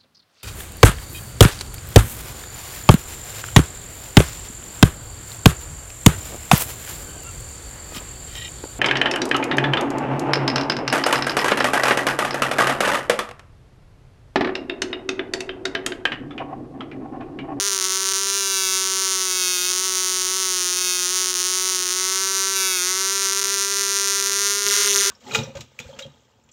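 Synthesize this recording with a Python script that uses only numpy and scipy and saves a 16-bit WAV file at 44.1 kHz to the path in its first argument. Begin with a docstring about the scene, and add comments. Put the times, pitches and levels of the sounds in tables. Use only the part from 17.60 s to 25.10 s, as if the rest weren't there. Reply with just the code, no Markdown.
"""Indoors at an engine stand, microphone very close: a tiny two-stroke model diesel at about 11000 rpm.
Every turn fires one sharp exhaust crack with a puff of hiss; the two-blade propeller hums louder with speed.
Now and then it misfires on alternate turns, sags and recovers; in four spells a loose part rattles.
A hand moves over the cylinder and colours the sound; draught rumbles faintly on the microphone.
Near the end, with a low thump, the buzz doubles: a second train of cracks slides against the first."""
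import sys
import numpy as np
from scipy import signal
from scipy.fft import rfft, irfft
from scipy.io import wavfile
from scipy.ndimage import uniform_filter1d

SR = 44100
rng = np.random.default_rng(int(sys.argv[2]) if len(sys.argv) > 2 else 0)


def output_pcm(signal):
    """Save a mono or channel-first signal as 16-bit PCM at the path in sys.argv[1].

    Samples are clipped to [-1, 1] before scaling.
    """
    pcm = np.clip(np.atleast_2d(signal).T, -1, 1) * 32767
    wavfile.write(sys.argv[1], SR, np.round(pcm).astype(np.int16))


N = 330750
TIME = np.arange(N) / SR


def from_db(db):
    """Decibels to gain."""
    return 10 ** (np.asarray(db) / 20)


def curve(rows, at=TIME):
    """A two-column curve, read at the given times by straight lines between its points."""
    t, values = np.transpose(rows)
    return np.interp(at, t, values)


def colour(x, spectrum=None, peaks=(), size=4096):
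    """Causal (minimum-phase) filter from a smooth spectrum plus narrow peaks and dips."""
    hz = np.maximum(np.arange(size // 2 + 1) * SR / size, 1)
    db = np.zeros(len(hz))
    if spectrum is not None:
        points_hz, points_db = np.transpose(spectrum)
        db = np.interp(np.log(hz), np.log(points_hz), points_db)
    for centre, width, peak_db in peaks:
        db = db + peak_db / (1 + (2 * (hz - centre) / width) ** 2)
    # folding the cepstrum onto positive times makes the phase minimal
    cepstrum = irfft(np.log(from_db(db)))
    fold = np.r_[1, np.full(size // 2 - 1, 2), 1, np.zeros(size // 2 - 1)]
    impulse = irfft(np.exp(rfft(cepstrum * fold)))
    return signal.fftconvolve(x, impulse)[:N]


def noise(spectrum):
    """Coloured noise of rms 1."""
    x = colour(rng.standard_normal(N), spectrum)
    return x / x.std()


def waver(rate):
    """Smooth chance of spread 1 that changes about rate times a second."""
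    lowpass = signal.butter(2, rate, fs=SR, output="sos")
    slow = signal.sosfilt(lowpass, rng.standard_normal(N + SR))[SR:]  # the first second settles the filter
    return slow / slow.std()


def bump(t, half_s):
    """A smooth bell of height 1 around a moment."""
    return np.exp(-np.minimum(((TIME - t) / half_s) ** 2, 20))


def clicks(times, heights, size=8):
    """Band-limited clicks, placed between samples."""
    at = np.floor(times * SR).astype(int)[:, None] + np.arange(1 - size, size + 1)
    offset = at - times[:, None] * SR
    shapes = heights[:, None] * np.sinc(offset) * np.sinc(offset / size)
    inside = (at >= 0) & (at < N)
    return np.bincount(at[inside], shapes[inside], N)


def smear(x, corner_hz):
    """An all-pass: the lows of a click arrive slightly after its highs."""
    pole = np.exp(-2 * np.pi * corner_hz / SR)
    return signal.lfilter([-pole, 1], [1, -pole], x)


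# low rumbling noise: (f/Hz, relative level/dB per Hz)
RUMBLE = [(20, 0), (60, -1), (120, -2), (220, -10), (600, -30), (3000, -60)]
# gusts in the draught, and at 7.07 s the low thump as the second buzz sets in:
# (t/s, peak rms level/dB, half-length/s)
GUSTS_AND_THUMP = [(.02, -59, .025), (.65, -59, .015), (1.09, -65, .04), (2.3, -65, .04), (2.66, -59, .06),
                   (4.89, -65, .08), (6.71, -63, .03), (7.07, -52, .02)]


def draught(steady_db=-69.5, swing_db=2.5, swings_per_s=4):
    """Propeller air rumbles faintly on the microphone, with gusts; a short burst of the same low noise thumps
    as the second buzz sets in."""
    steady = from_db(steady_db + swing_db * waver(swings_per_s))
    bursts = sum(from_db(db) * bump(t, half_s) for t, db, half_s in GUSTS_AND_THUMP)
    return (steady + bursts) * noise(RUMBLE)


def room(x, t60_s=.12, wet_db=-15, low_hz=800, wall_hz=9000):
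    """Faint, slightly dull reflections from bench and walls, as a decaying burst of noise."""
    t = TIME[:SR // 2]
    tail = rng.standard_normal(len(t)) * from_db(-60 * t / t60_s)
    tail = tail * (t > .002)  # nothing returns in the first 2 ms
    tail = tail / np.linalg.norm(tail)
    tail = signal.sosfilt(signal.butter(1, [low_hz, wall_hz], "band", fs=SR, output="sos"), tail)
    return x + from_db(wet_db) * signal.fftconvolve(x, tail)[:N]


# the hand moves over the cylinder: (t/s, share of cover 0-1)
HAND = [(0, .3), (.7, .25), (2.2, 0), (4.15, 0), (4.65, .85), (5.5, 1), (7.5, 1)]


def hand_cover():
    """Share of the cylinder that the hand covers, which colours the cracks and lifts hum and hiss."""
    return curve(HAND)


# crankshaft speed while every charge burns: (t/s, speed/turns per s)
SPEED = [(0.0, 198.0), (0.06, 200.29), (0.24, 194.18), (0.75, 198.36), (1.08, 188.61), (1.43, 190.97),
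         (2.01, 179.82), (2.25, 189.17), (2.36, 186.19), (2.67, 184.86), (2.78, 189.51), (3.06, 180.08),
         (3.2, 182.41), (3.48, 180.03), (3.53, 185.4), (3.74, 183.76), (4.08, 187.18), (4.2, 183.33),
         (4.65, 192.23), (4.93, 192.91), (5.07, 189.57), (5.21, 179.02), (5.34, 188.49), (5.56, 196.46),
         (5.68, 193.95), (5.87, 199.23), (6.59, 197.47), (6.99, 202.86), (7.05, 200.62), (7.5, 200.48)]
# stumbles, in which every second firing is weak: (t/s, level/dB re a normal firing, number of weak firings)
MISFIRES = [(.035, -5, 1), (.091, -8, 3), (.173, -13, 4), (.279, -7, 2), (.364, -5, 1), (.437, -7, 2),
            (.53, -14, 1), (.64, -4, 1), (2.125, -6, 1), (2.146, -4, 1), (3.735, -12, 2), (4.218, -6, 1),
            (4.251, -4, 3), (5.743, -5, 1), (5.809, -10, 1), (5.835, -13, 1), (5.967, -6, 1),
            (6.225, -6, 1), (6.701, -6, 2)]


def weak_firings():
    """Each stumble as single weak firings, two turns apart: (t/s, level/dB)."""
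    weak = []
    for t, db, count in MISFIRES:
        two_turns_s = 2 / curve(SPEED, t)
        weak += [(t + k * two_turns_s, db) for k in range(round(count))]
    return weak


def shaft_speed(sag_turns_per_s=2.34, recover_s=.14):
    """Turns per s: every weak firing takes away a share of the full sag, which soon comes back."""
    t, db = np.transpose(weak_firings())
    lost = np.bincount((t * SR).astype(int), 1 - from_db(db), N)
    sag = signal.lfilter([1], [1, -np.exp(-1 / (recover_s * SR))], lost)
    return curve(SPEED) - sag_turns_per_s * sag


def unevenness(speed, scatter_db=1.1, stumble_db=1, reach_s=.1, lean_db=.6, lean_turns_per_s=196):
    """Scatter setting of the firings in dB: larger around stumbles and at top speed."""
    lost = sum(bump(t, reach_s) * count * (1 - from_db(db)) for t, db, count in MISFIRES)
    lean = (1 + np.tanh(speed - lean_turns_per_s)) / 2
    return scatter_db + stumble_db * np.tanh(lost) + lean_db * lean


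def crank(speed, spread_db, hunt_turns=.0055, hunt_rate=6, flutter_turns=.0033, flutter_rate=22):
    """Crank angle in turns; uneven burning makes the light shaft hunt slowly and flutter fast around it."""
    # both swings are in turns per dB of spread
    swing = hunt_turns * waver(hunt_rate) + flutter_turns * waver(flutter_rate)
    return np.cumsum(speed) / SR + spread_db * swing


def passes(turns, angle):
    """Moments at which the crank passes an angle (in turns)."""
    marks = np.arange(np.ceil(turns[-1])) + angle
    reached = marks[(marks > turns[0]) & (marks < turns[-1])]
    return np.interp(reached, turns, TIME)


# tones of shaft and propeller: (multiple of the speed, level/dB re the blade tone)
SHAFT_TONES = [(1, -20.5), (2, 0), (3, -19), (4, -22)]


def propeller(turns, speed, blade_db=-39, at_turns_per_s=190, speed_power=1.7, hand_db=.8,
              flutter_db=.45, flutter_rate=30):
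    """Two blades give a strong tone at twice the shaft speed, louder when faster, fluttering in their wash."""
    tones = sum(from_db(db) * -np.cos(2 * np.pi * round(k) * turns) for k, db in SHAFT_TONES)
    level_db = blade_db + hand_db * hand_cover() + flutter_db * waver(flutter_rate)
    peak = np.sqrt(2) * from_db(level_db)  # from rms
    return peak * (speed / at_turns_per_s) ** speed_power * tones


# turbulence of exhaust gas and propeller wash: (f/Hz, relative level/dB per Hz)
TURBULENCE = [(60, -17), (200, -13), (350, -3), (700, -9), (1200, -4), (3000, -1.5), (6000, 2), (7300, -1),
              (8800, 1), (11000, -2), (13500, -5.5), (15700, -4)]


def hiss(fired, puff_db=-31.5, puff_s=.0009, wash_db=-41.2, hand_db=1.5):
    """A puff of gas follows each crack, over the steady wash of the propeller; the hand throws both back."""
    puff = signal.lfilter([1], [1, -np.exp(-1 / (puff_s * SR))], fired)
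    puffs = from_db(puff_db) * puff * noise(TURBULENCE)
    wash = from_db(wash_db) * noise(TURBULENCE)
    return (puffs + wash) * from_db(hand_db * hand_cover())


# spells of rattling: (start t/s, end t/s, swell/s, fade/s, level/dB before colouring,
# downstroke tap level/dB re upstroke tap, share of double strike 0-1)
RATTLES = [(.65, 1.27, .33, .2, -2.5, 2.5, 0), (1.62, 2.15, .22, .09, -2, 3, 0),
           (3.08, 3.47, .2, .12, -3, 3, 0), (4.93, 5.28, .04, .1, .3, -2.5, .85)]
# spectrum of one tap: (f/Hz, level/dB)
TAP = [(400, -32), (800, -27), (1200, -14), (2200, -4), (3400, 0), (4700, -1), (6500, -15), (7800, -12),
       (9600, -5), (12700, -12), (14500, -9), (16000, -14)]


def rattle(turns, up_angle=.854, down_angle=.347, idle_db=-26, bounce_s=9e-5, early_s=6e-5,
           scatter_db=1.1, jitter_s=7e-6, smear_hz=4000):
    """A loose part hits its seat twice a turn, in spells over faint ticking; the upstroke may strike twice."""
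    taps = np.zeros(N)
    for down, angle in enumerate((up_angle, down_angle)):
        times = passes(turns, angle)
        chance = rng.standard_normal((len(times), 2))
        heights, double = from_db(idle_db), 0
        for start, end, swell_s, fade_s, db, down_db, share in RATTLES:
            spell = np.clip(np.minimum((times - start) / swell_s, (end - times) / fade_s), 0, 1)
            heights = heights + spell * from_db(db + down * down_db)
            double = double + spell * share * (1 - down)
        heights = heights * from_db(scatter_db * chance[:, 0])
        first = times + jitter_s * chance[:, 1] - early_s * double
        taps += clicks(first, heights)
        taps += clicks(first + bounce_s, heights * double)
    return colour(smear(taps, smear_hz), TAP)


# the second buzz, from the moment it sets in: (t/s, lead over the first/turns)
SECOND_LEAD = [(7.064, 0), (7.095, .05), (7.15, .24), (7.2, .52), (7.255, .91), (7.29, 1.065), (7.33, 1.07),
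               (7.38, .96), (7.42, .87), (7.5, .37)]
# its thinner, more nasal colour: (f/Hz, width/Hz, level/dB)
SECOND_COLOUR = [(1150, 500, -5), (3000, 2000, 3.5)]


def second_buzz(turns, speed, spread_db, level_db=-.5, ragged_db=1):
    """The same buzz again, a little more ragged: it starts in step, gains a whole turn and falls back."""
    sliding = buzz(turns + curve(SECOND_LEAD), speed, spread_db + ragged_db)
    started = TIME >= SECOND_LEAD[0][0]
    return from_db(level_db) * colour(started * sliding, peaks=SECOND_COLOUR)


def firings(turns, spread_db, port_angle=.037, carry_over=.4, slow_share=.38, ceiling=.07, rebound=.1,
            late_s_per_db=6e-6, jitter_s_per_db=5e-6, body_share=.5, body_hz=1900):
    """One firing a turn; a weak burn leaves fuel behind, so the next is stronger."""
    times = passes(turns, port_angle)
    scatter_db = np.interp(times, TIME, spread_db)
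    chance = rng.standard_normal((len(times), 3))
    uneven = signal.lfilter([1], [1, carry_over], chance[:, 0])
    mixture = uniform_filter1d(chance[:, 2], size=12)  # drifts over a dozen turns
    swing_db = scatter_db * (uneven / uneven.std() + slow_share * mixture / mixture.std())
    # a full burn cannot get much stronger, a poor one can get much weaker
    swing_db = swing_db - ceiling * (np.maximum(swing_db, 0) ** 2 + swing_db ** 2) / 2
    for t, weak_db in weak_firings():
        k = np.argmin(abs(times - t))
        swing_db[k:k + 2] = weak_db, -rebound * weak_db
    # stronger firings come slightly later
    times = times + late_s_per_db * swing_db + jitter_s_per_db * scatter_db * chance[:, 1]
    # the sharp edge of a crack follows the burn closely, its low body much less
    edge = clicks(times, from_db(swing_db))
    body = clicks(times, from_db(body_share * swing_db))
    return edge + signal.sosfilt(signal.butter(1, body_hz, fs=SR, output="sos"), body - edge)


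# spectrum of one exhaust crack: (f/Hz, level/dB)
CRACK = [(300, -32), (750, -33), (930, 0), (1350, 4.3), (1750, 0), (2400, -.7), (3350, 3.0), (5250, 5.6),
         (5750, 12), (6700, 9.7), (7400, 4.5), (9000, 2), (10000, -1), (15500, -9)]
# peaks and dips from nearby reflections, with the hand back: (f/Hz, width/Hz, level/dB)
HAND_BACK = [(1680, 200, -2), (2400, 350, -3), (2980, 150, 3), (10400, 700, 3), (11700, 500, -16),
             (13100, 600, -8), (15200, 700, 2)]
# the same with the hand over the cylinder: (f/Hz, width/Hz, level/dB)
HAND_OVER = [(1450, 300, 3), (2050, 300, 5), (2420, 200, -3), (3150, 200, -3), (10000, 700, -5),
             (11100, 600, 2), (13250, 500, -11), (14650, 900, -12)]


def exhaust(fired, crack_db=0.1, smear_hz=4300):
    """The port opens with a crack, smeared a little on its way out and coloured by the nearby hand."""
    crack = -from_db(crack_db) * smear(fired, smear_hz)
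    cover = hand_cover()
    uncovered = colour(crack, CRACK, HAND_BACK)
    covered = colour(crack, CRACK, HAND_OVER)
    return (1 - cover) * uncovered + cover * covered


def buzz(turns, speed, spread_db):
    """Exhaust cracks, their hiss and the propeller tones, driven by one crank, over the steady wash."""
    fired = firings(turns, spread_db)
    return exhaust(fired) + hiss(fired) + propeller(turns, speed)


def scene():
    """The engine with its rattle and the second buzz, in the room; draught at the microphone, and a low thump
    as the second buzz sets in."""
    speed = shaft_speed()
    spread_db = unevenness(speed)
    turns = crank(speed, spread_db)
    engine = buzz(turns, speed, spread_db) + rattle(turns) + second_buzz(turns, speed, spread_db)
    return (room(engine) + draught())[None]


# the microphone's notch and the peak above it: (f/Hz, width/Hz, level/dB)
MIC_NOTCH = [(7930, 400, -20), (8780, 480, 5)]


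def record(dry, cutoff_hz=15900):
    """The microphone has one narrow notch; peaks stop at full scale and the top is cut."""
    heard = np.clip(colour(dry[0], peaks=MIC_NOTCH), -1, 1)
    top_cut = signal.ellip(12, .1, 85, cutoff_hz, fs=SR, output="sos")  # ripple and stopband in dB
    return signal.sosfilt(top_cut, heard)[None]


dry = scene()
out = record(dry)
output_pcm(out)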